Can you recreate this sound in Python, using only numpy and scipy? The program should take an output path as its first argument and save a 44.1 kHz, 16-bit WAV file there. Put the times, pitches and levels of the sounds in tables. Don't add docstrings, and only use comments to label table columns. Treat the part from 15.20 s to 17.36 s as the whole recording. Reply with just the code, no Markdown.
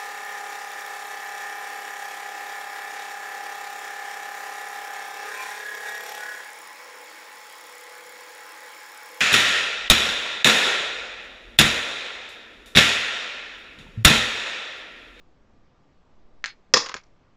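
import sys
import numpy as np
from scipy import signal
from scipy.io import wavfile
from scipy.ndimage import uniform_filter1d

SR = 44100
rng = np.random.default_rng(int(sys.argv[2]) if len(sys.argv) > 2 else 0)


def store_wav(level_fs):
    pcm = np.round(np.clip(np.atleast_2d(level_fs), -1, 1) * 32767)
    wavfile.write(sys.argv[1], SR, pcm.T.astype(np.int16))


def ratio_of_db(decibels):
    return 10 ** (np.asarray(decibels, float) / 20)


N = 95300


def evened(x):
    return x / np.sqrt(np.mean(x ** 2) + 1e-20)


def read(points, hz):
    f, value = np.transpose(points)
    return np.interp(np.log(hz + 1), np.log(f + 1), value)


def causal(points, size=4096):
    log_gain = np.log(ratio_of_db(read(points, abs(np.fft.fftfreq(size, 1 / SR)))))
    return np.fft.ifft(np.exp(np.conj(signal.hilbert(log_gain)))).real[:size // 2]


def preamp_hiss():
    # hz, level_db_per_hz
    spectrum = [(18, -32), (30, -7), (71, -8), (207, -11), (1080, -21.5), (1220, -23.5), (1310, -25),
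                (5540, -39), (7860, -47), (10200, -77), (17300, -120)]
    level_db, edge_hz, edge_db, patch_db = -61.5, 8010, -44.5, 1.0
    frames, hz = N // 256 + 5, np.fft.rfftfreq(1024, 1 / SR)
    a, b, patches = rng.standard_normal((frames, 513, 3)).T
    patches = uniform_filter1d(patches, 12, 0)
    patches = evened(uniform_filter1d(patches, 10, 1))
    shape_db = np.maximum(read(spectrum, hz), read(spectrum, 11000)) + edge_db * (hz > edge_hz)
    gain = ratio_of_db(shape_db[:, None] + patch_db * patches) * (hz > 25)[:, None]
    noise = signal.istft((a + 1j * b) * gain, nperseg=1024, noverlap=768)[1][:N]
    return ratio_of_db(level_db) * evened(noise)


def air_drift():
    # time_s, level_db
    drift_level = [(0, -56.5), (.7, -61), (.9, -55.5), (1.05, -48), (1.3, -56.5), (1.6, -53.5),
                   (2.16, -60.5)]
    t = np.arange(N) / SR
    drift = np.zeros(N)
    for hz in np.geomspace(1.8, 54, 16):
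        drift += np.sin(2 * np.pi * (hz * t + rng.random())) / np.sqrt(hz)
    return ratio_of_db(np.interp(t, *np.transpose(drift_level))) * evened(drift)


def whine():
    whine_hz, whine_db = 1183, -77.5
    return ratio_of_db(whine_db) * np.sin(2 * np.pi * whine_hz * np.arange(N) / SR)


def ringing(modes, tilt_db, ring_share, chance, t):
    scatter_db, detune_share = 1.5, 0.006
    hz, db, t60_s = np.transpose(modes)[:, :, None]
    level_chance, pitch_chance, phase = chance
    level = ratio_of_db(db + tilt_db * np.log2(hz / 2500) + scatter_db * level_chance)
    decay = ratio_of_db(-60 * t / (t60_s * ring_share))
    tones = level * decay * np.sin(2 * np.pi * hz * (1 + detune_share * pitch_chance) * t + phase)
    return tones.sum(0) / np.sqrt((level ** 2).sum() / 2)


def broad_snap(tilt_db, ring_share, low_edge_hz, grit, t):
    t60_s, pivot_hz, tick_share = 0.011, 2500, 0.45
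    edge_db = tilt_db * np.log2(low_edge_hz / pivot_hz)
    top_db = tilt_db * np.log2(8000 / pivot_hz)
    colour = causal([(low_edge_hz / 4, edge_db - 31), (low_edge_hz, edge_db), (8000, top_db), (12000, -30)])
    scrape = grit * ratio_of_db(-60 * t / (t60_s * ring_share))
    scrape = np.sqrt(1 - tick_share) * scrape / np.linalg.norm(scrape)
    tick = np.sqrt(tick_share) * (t == t[8])
    energy = SR * t60_s * ring_share / (2 * np.log(1000))
    crack = np.sqrt(energy) * (scrape + tick)
    return signal.fftconvolve(crack, colour / np.linalg.norm(colour))[:len(t)]


def strikes(contacts, modes, crack_db=-40, low_edge_hz=500):
    out, t = np.zeros(N + SR), np.arange(SR // 5) / SR
    chance = rng.standard_normal((len(contacts), 3, len(modes), 1))
    grit = rng.standard_normal((len(contacts), len(t)))
    onset = 1 - np.exp(-t / 0.0002)
    for (start_s, level_db, tilt_db, ring_share), spot, noise in zip(contacts, chance, grit):
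        sound = ringing(modes, tilt_db, ring_share, spot, t)
        sound = sound + ratio_of_db(crack_db) * broad_snap(tilt_db, ring_share, low_edge_hz, noise, t)
        out[round(start_s * SR):][:len(t)] += ratio_of_db(level_db) * sound * onset
    return out[:N]


def desk_knocks():
    # start_s, level_db, tilt_db_per_octave, ring_share
    knocks = [
        (1.5400, -16.5, 0, 0.69),
        (1.5495, -29, -6.5, 0.91),
        (1.5680, -13, 8, 0.39),
        (1.7510, -31.5, -7, 0.28),
        (1.7595, -42, 13, 0.68),
    ]
    # pitch_hz, level_db, t60_s
    modes = [(123.2, -19, .12), (260, -10.5, 0.12), (400, -3, 0.045), (449.4, 3.5, 0.085), (623, -4, 0.066),
             (1021, -4, 0.051), (1185, 3, 0.073)]
    return strikes(knocks, modes)


def latch_clicks():
    # start_s, level_db, tilt_db_per_octave, ring_share
    clicks = [
        (1.2226, -48, -5, 1),
        (1.2413, -15.5, -4, 0.47),
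        (1.2450, -30.5, 3, 1.2),
        (1.2484, -22.5, -13.5, 0.39),
        (1.2582, -19, 2.5, 0.87),
        (1.2640, -34.5, 8, 0.76),
    ]
    # pitch_hz, level_db, t60_s
    modes = [(1724, 3, 0.011), (2150, -8, 0.028), (3200, -9.5, .012), (4270, -4, 0.02), (4950, -8, .012),
             (5650, -19, 0.0039), (6111, -26, 0.0099), (7150, -19.5, 0.019)]
    return strikes(clicks, modes, crack_db=2, low_edge_hz=1890)


def piece_bounces():
    # start_s, level_db, tilt_db_per_octave, ring_share
    bounces = [(1.6610, -25.5, 2.5, 0.54), (1.6633, -27, -1.5, .6), (1.6667, -27.5, -5.5, 1),
               (1.6877, -31, 1, 0.66), (1.6937, -28.5, 0.5, 0.96), (1.6965, -31, -9, 1.25),
               (1.7117, -41, -10, 1), (1.7163, -37.5, -5.5, 2.6), (1.7215, -47, 0, 0.87),
               (1.7417, -21.5, -2, 1), (1.7466, -35.5, -2.5, 0.94), (1.7660, -38, -3, 2.7),
               (1.8121, -46, -3, 1.2), (1.8352, -46, 8, 1.93), (1.8386, -47, 0, 2.14), (1.8500, -49, -4, 1),
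               (1.8670, -48, 2, 1)]
    # pitch_hz, level_db, t60_s
    modes = [(500, -7.5, 0.0146), (926, -11, 0.025), (1543, 4.5, 0.02), (2150, 9, 0.01),
             (3200, -10, 0.0067), (4170, -5, .008), (4630, 5.5, .008), (6040, -2, .008),
             (7580, -1.5, 0.0078)]
    return strikes(bounces, modes, crack_db=4.24, low_edge_hz=1110)


def tray_hits():
    # start_s, level_db, tilt_db_per_octave, ring_share
    hits = [(1.5379, 1.5, 0.5, 0.55), (1.5398, 0.5, 3.5, 1), (1.5420, -10, -4.5, 0.55),
            (1.5432, -12.5, -2, 0.74), (1.5448, -11, 2, 0.43), (1.5498, -19, -21, 0.71),
            (1.5592, -14, 0, .7), (1.5638, -16, 0, 0.62), (1.5685, -14, -4.5, 0.57),
            (1.5721, -9.5, 3.5, 0.9), (1.5770, -16, -1, 0.42)]
    # pitch_hz, level_db, t60_s
    modes = [(456.5, -4, 0.044), (1079, -10, .035), (1157, -4.5, 0.029), (1663, -6.5, .02), (1830, 1, .02),
             (2465, -3.5, .02), (3367, -3.5, 0.016), (3919, -7, .02), (4160, -14, 0.015),
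             (4777, -10.5, 0.048), (5066, -4, 0.029), (5452, -5.5, 0.0354), (6094, -3.5, 0.017),
             (6880, -2, 0.0099)]
    return strikes(hits, modes, crack_db=0.58, low_edge_hz=980)


def room(x):
    near_db, near_t60_s = -8, 0.069
    far_db, far_delay_s, far_rise_s = -9, 0.014, 0.004
    # hz, t60_s
    wall_t60 = [(150, 0.16), (500, .32), (1500, 0.35), (4000, 0.22), (7000, .27)]
    # hz, level_db
    wall_colour = [(150, 2), (500, -3.5), (1000, -1), (1600, -6), (2600, -1.5), (4000, 4.5), (6000, -1.5),
                   (7000, -1)]
    size = SR // 2
    taps, t = np.zeros((2, size)), np.arange(size) / SR
    at = np.arange(40, size - 12, 12) + rng.integers(0, 12, (2, (size - 41) // 12))
    np.put_along_axis(taps, at, rng.choice([-1., 1.], at.shape), 1)
    near = taps[0] * ratio_of_db(-60 * t / near_t60_s)
    hz, when_s, z = signal.stft(taps[1], SR, nperseg=256)
    band_db = read(wall_colour, hz)[:, None] - 60 * when_s / read(wall_t60, hz)[:, None]
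    far = signal.istft(z * ratio_of_db(band_db), SR, nperseg=256)[1][:size]
    far = far * (1 - np.exp(-np.maximum(t - far_delay_s, 0) / far_rise_s))
    tail = ratio_of_db(near_db) * near / np.linalg.norm(near) + ratio_of_db(far_db) * far / np.linalg.norm(far)
    return signal.fftconvolve(x, tail)[:N]


def scene():
    hits = desk_knocks() + latch_clicks() + piece_bounces() + tray_hits()
    return (hits + room(hits))[None]


def microphone(x):
    # hz, level_db
    response = [(20, -36), (100, -5), (300, -1.5), (6900, -1.5), (7400, -14.5), (8000, -17.5), (8900, -28),
                (9500, -77)]
    return signal.fftconvolve(x, causal(response))[:N]


def suppress(x):
    threshold_db, tilt_db, smooth_s = -55, -2.5, 0.011
    slope, floor_db = 1.6, -16
    hz, _, z = signal.stft(x, SR, nperseg=256, noverlap=192)
    now = uniform_filter1d(abs(z) ** 2, size=15, axis=0).clip(0)
    keep = np.exp(-64 / (smooth_s * SR))
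    power = signal.lfilter([1 - keep], [1, -keep], now) + now / 2
    noise_db = threshold_db + tilt_db * np.log2((hz[:, None] + 200) / 2000)
    over_db = 10 * np.log10(power + 1e-14) - noise_db
    gain = ratio_of_db(np.clip(slope * over_db, floor_db, 0))
    return signal.istft(z * gain, SR, nperseg=256, noverlap=192)[1][:N]


def overload(x):
    ceiling, smooth_hz = 0.93, 11500
    return signal.lfilter(*signal.butter(4, smooth_hz, fs=SR), np.clip(x, -ceiling, ceiling))


def band_limit(x):
    return signal.sosfilt(signal.butter(12, 9300, fs=SR, output="sos"), x)


def record(dry):
    x = overload(suppress(microphone(dry[0])))
    mix = x + preamp_hiss() + air_drift() + whine()
    return band_limit(mix[None])


dry = scene()
out = record(dry)
store_wav(out)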